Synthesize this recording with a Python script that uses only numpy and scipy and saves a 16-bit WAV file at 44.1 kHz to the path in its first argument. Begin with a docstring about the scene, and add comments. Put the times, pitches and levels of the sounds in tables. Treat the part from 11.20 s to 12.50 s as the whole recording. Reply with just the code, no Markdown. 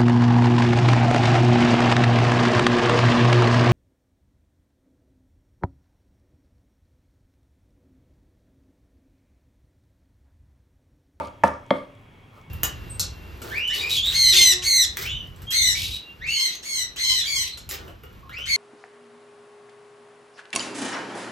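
"""A dull ring dies away with a wet squelch, then a pestle pounds again into moist spices in a clay mortar.
It knocks against the wall and is left leaning on the rim. Each impact excites short damped modes of the
bowl, the low ones last, and a burst of contact noise; the crushed paste crackles and pops.
A small kitchen reverberates, an appliance hums faintly, and a soft rustle and a low bump come at the end."""
import sys
import numpy as np
from scipy import signal
from scipy.fft import rfft, irfft
from scipy.io import wavfile
from scipy.ndimage import uniform_filter1d

SR = 44100
rng = np.random.default_rng(int(sys.argv[2]) if len(sys.argv) > 2 else 0)


def store_wav(level_fs):
    """Save 16-bit WAV to argv[1]."""
    pcm = np.round(np.clip(np.atleast_2d(level_fs), -1, 1) * 32767)
    wavfile.write(sys.argv[1], SR, pcm.T.astype(np.int16))


N = 57330
M = N + int(.1 * SR)  # with an unheard lead-in, where the first blow lands
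T = np.arange(M) / SR - .1

# blows into the paste: start_s, level_db, press_s, treble_db
PASTE_BLOWS = [(-.04, -2.5, 0.12, -9), (0.2359, 0, .048, -0.5)]
# the wall is struck, later the leaning pestle shifts: start_s, level_db
CLAY_KNOCKS = [(0.5057, -1), (1.17, -42)]
# modes of mortar and pestle: pitch_hz, decay_s, delay_s, through_paste_db, on_wall_db
MORTAR_MODES = [(88.5, 0.059, 0.0051, -27, -54), (205.6, 0.05, 0.00434, -17.5, -17.5),
                (249.7, 0.039, 0.00401, -21.5, -15.5), (404.5, 0.039, .004, -24, -24),
                (572, 0.03, 0.003965, -9, -6.5), (697, 0.052, 0.002906, -15.5, -23),
                (913.2, 0.033, 0.00016, -4, -15), (1161.7, 0.021, 0.00019, -10.5, -13.5),
                (1399, 0.024, 0.00012, -17, -30.5), (1739, 0.02, 0.00016, -10.5, -28.5),
                (1840, .016, 0.00013, -15.5, -27), (2128, 0.015, 0.000071, -37, -16.5),
                (2628, 0.03, 0.000068, -29, -45), (3248, 0.018, 0.000067, -54.5, -22),
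                (3380, 0.016, 0.000097, -48.5, -27), (4244, 0.011, 0.000062, -37, -28)]
# contact noise through the paste: frequency_hz, density_db
PASTE_CONTACT = [(60, -30.5), (300, -17), (700, -17), (1300, 4), (2200, 0.5), (3300, -15.5), (5200, -14.5),
                 (8500, -24), (12000, -35), (15500, -26)]
# contact noise on bare clay: frequency_hz, density_db
WALL_CONTACT = [(60, -24.5), (300, -25), (750, -1), (1300, 11), (2200, 4), (2700, -19), (3500, 4.5),
                (5200, -20), (8500, -22), (12000, -31), (15500, -43)]
# wet crackle of the paste: frequency_hz, density_db
SQUELCH_SPECTRUM = [(1000, -27), (3000, 9), (5300, -0.5), (7000, -9), (9000, -3), (12000, -13.5),
                    (15500, -27)]
# bits of spice popping: start_s, level_db, pitch_hz
SPICE_POPS = [(.05, -40.5, 4440), (.072, -46.5, 6000), (.083, -39, 3510), (0.2486, -43, 8800),
              (.255, -55, 9500), (0.275, -48, 5700), (0.2792, -36, 5500), (.34, -48.5, 5000),
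              (0.464, -54.5, 6800), (.752, -55, 7700), (.815, -60.5, 13000), (1.16, -60, 4500),
              (1.177, -64, 8040), (1.214, -57, 6000)]
# kitchen reverberation: frequency_hz, t60_s, level_db
REVERB_BANDS = [(70, .5, -14.5), (150, 0.26, -8), (280, .4, -7.5), (400, .4, -3), (560, 0.37, -10),
                (910, 0.39, -12.5), (1272, 0.4, -3.5), (1700, 0.41, -10), (2240, 0.34, -6.5),
                (3270, .32, -10), (6000, 0.46, -8.5), (14100, 0.2, -7.5)]
# lingering kitchen resonances: pitch_hz, t60_s, gain_db
KITCHEN_MODES = [(76.2, 0.65, 6), (270.7, 0.47, 3.5), (516, 0.39, 1), (577.6, 0.51, -6), (950, 0.35, -14.5),
                 (1214, 0.13, 1.5), (1610, .5, -11.5)]
# stereo width of diffuse sound: frequency_hz, side_db
SIDE_GAINS = [(60, -28.5), (200, -12.5), (380, -10), (700, -5), (2400, -0.5), (4400, -29), (15000, 4)]
# appliance hum and whine: pitch_hz, width_hz, level_db
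HUM_BANDS = [(106.3, 2.2, -60), (2216, 7.2, -70), (3284, 110, -69.5)]
# soft rustle: frequency_hz, density_db
RUSTLE_SPECTRUM = [(200, -13), (550, -2), (1300, 7), (1800, -19), (4200, -13), (8000, -24), (15000, -21)]
# room air: frequency_hz, density_db
AIR_SPECTRUM = [(15, -36.5), (25, -6), (59, -12.5), (107, 0.5), (140, -6.5), (204, -13.5), (240, -8.5),
                (313, -16), (389, -14.5), (509, -18.5), (598, -20.5), (1050, -19.5), (1530, -28),
                (2300, -24), (3260, -29), (4500, -40), (15500, -52)]


def bowl(start, mode_levels_db, choke=1.528):
    """Modal superposition: each mode swells, then decays ever faster as the pestle presses on."""
    out = np.zeros(M)
    for (hz, decay_s, delay_s, *_), db in zip(MORTAR_MODES, mode_levels_db):
        age = T - start - delay_s
        swell_s = min(.99 / hz, .0015)  # about one cycle, less for the low modes
        swell = np.sin(np.pi / 2 * np.clip(age / swell_s, 0, 1)) ** 2
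        damping = (np.maximum(age - swell_s, 0) / decay_s) ** choke
        out += undb(db) * swell * fade(damping, .89) * np.sin(2 * np.pi * hz * age)
    return out


def contact(start, spectrum, t60_s, rise_s=.0012):
    """Impact noise: the brief meeting of two surfaces radiates a broadband burst."""
    age = T - start
    return noise(spectrum) * np.clip(age / rise_s, 0, 1) * fade(np.maximum(age - rise_s, 0), t60_s)


def pound(start, treble_db, cushion_hz=1500):
    """Cushioned impact: thick paste weakens the upper modes, so the ring is dull."""
    levels_db = [db + treble_db * (hz > cushion_hz) for hz, _, _, db, _ in MORTAR_MODES]
    return bowl(start, levels_db) + undb(-18.5) * contact(start, PASTE_CONTACT, t60_s=.022)


def wall_knock(start):
    """Hard impact: bare clay gives a hollow note with a bright tick."""
    levels_db = [on_wall_db for *_, on_wall_db in MORTAR_MODES]
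    return bowl(start, levels_db) + undb(-23.5) * contact(start, WALL_CONTACT, t60_s=.033)


def paste(quick_press_s=.055, release_s=.004):
    """Compression noise: paste squelches, more softly in a longer press, and bits of spice pop."""
    out = np.zeros(M)
    for start, db, press_s, _ in PASTE_BLOWS:
        grains = np.exp(.55 * unit(uniform_filter1d(rng.standard_normal(M), size=40)))
        press = (T > start) * (1 - np.tanh((T - start - press_s) / release_s)) / 2
        gain = undb(db - 46) * quick_press_s / press_s
        out += gain * press * unit(grains * noise(SQUELCH_SPECTRUM))
    for start, db, hz in SPICE_POPS:
        out += undb(db) * band(hz, width_hz=.3 * hz) * fade(T - start, t60=.007)
    return out


def slide():
    """Friction: the pestle slides through the paste and settles."""
    return hump(peak_s=.565, decay_s=.042, db=-56) * noise(SQUELCH_SPECTRUM)


def reflection(x, delay_s=.0049, level_db=-16.5, above_hz=220):
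    """Early reflection: a nearby surface's echo, opposite left and right, widens the sound."""
    bright = signal.sosfilt(signal.butter(2, above_hz, "high", fs=SR, output="sos"), x)
    side = undb(level_db) * np.interp(T - delay_s, T, bright)
    return np.array([side, -side])


def kitchen(x, delay_s=.007, build_s=.0028):
    """Reverberation: convolution with a diffuse tail and a few lingering room modes."""
    age = T - T[0] - delay_s
    build = np.clip(age / build_s, 0, 1)
    hiss, tail = rfft(rng.standard_normal((2, M))), np.zeros((2, M))
    for k, (_, t60, db) in enumerate(REVERB_BANDS):
        share = across([(row[0], j == k) for j, row in enumerate(REVERB_BANDS)])
        envelope = build * fade(age, t60)
        tail += undb(db) * irfft(hiss * share, M) * envelope / np.sqrt(np.sum(envelope ** 2))
    response = spread(*tail)
    for hz, t60, db in KITCHEN_MODES:
        envelope = build * fade(age, t60)
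        response += undb(db) * 2 * envelope / envelope.sum() * np.sin(2 * np.pi * hz * age)
    return signal.fftconvolve(response, x[None], axes=1)[:, :M]


def background():
    """Filtered noise: broad for room air and a rustle, narrow for the appliance and a low bump."""
    air = undb(-51) * spread(noise(AIR_SPECTRUM), noise(AIR_SPECTRUM))
    hum = sum(undb(db) * band(hz, width_hz) for hz, width_hz, db in HUM_BANDS)
    rustle = spread(noise(RUSTLE_SPECTRUM), noise(RUSTLE_SPECTRUM))
    rustle *= hump(peak_s=1.178, decay_s=.048, db=-55)
    bump = hump(peak_s=1.297, decay_s=.014, db=-47) * band(hz=143, width_hz=51)
    return air + hum + rustle + bump


def undb(db):
    """Amplitude ratio from decibels."""
    return 10 ** (np.asarray(db) / 20)


def unit(x):
    """Normalisation to rms 1."""
    return x / np.std(x)


def across(points):
    """Log-frequency interpolation of (frequency_hz, value) points, one value per bin."""
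    hz, value = np.array(points, float).T
    return np.interp(np.log(np.fft.rfftfreq(M, 1 / SR) + 1), np.log(hz), value)


def noise(spectrum):
    """Spectral shaping of white noise."""
    return unit(irfft(rfft(rng.standard_normal(M)) * undb(across(spectrum)), M))


def band(hz, width_hz):
    """Resonance driven by noise."""
    detuning = (np.fft.rfftfreq(M, 1 / SR) - hz) / width_hz
    return unit(irfft(rfft(rng.standard_normal(M)) / (1 + (2 * detuning) ** 2), M))


def fade(age, t60):
    """Exponential decay from age 0."""
    return (age >= 0) * np.exp(-np.log(1000) * np.maximum(age, 0) / t60)


def hump(peak_s, decay_s, db):
    """Exponential rise and fall around a peak."""
    return undb(db) * np.exp(-abs(T - peak_s) / decay_s)


def spread(mid, side):
    """Decorrelation: two unrelated signals give width; the bass stays central."""
    side = irfft(rfft(side) * undb(across(SIDE_GAINS)), M)
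    return np.array([mid + side, mid - side])


def pan(x, left_db):
    """Level difference between left and right places a source."""
    return x * undb(np.array([[left_db], [-left_db]]) / 2)


def scene():
    """Superposition of the mortar, close and slightly left, its echoes and the background."""
    pounding = sum(undb(db) * pound(at, treble_db) for at, db, _, treble_db in PASTE_BLOWS) + paste()
    resting = sum(undb(db) * wall_knock(at) for at, db in CLAY_KNOCKS) + slide()
    source = pounding + resting
    near = pan(pounding, left_db=.3) + pan(resting, left_db=1.5) + reflection(source)
    return (near + kitchen(source) + background())[:, -N:]


def record(dry, top_hz=16000):
    """Soft saturation rounds peaks near full scale; a low-pass cuts the top."""
    rounded = dry / (1 + dry ** 6) ** (1 / 6)
    return signal.sosfilt(signal.ellip(8, .2, 70, top_hz, fs=SR, output="sos"), rounded)


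dry = scene()
out = record(dry)
store_wav(out)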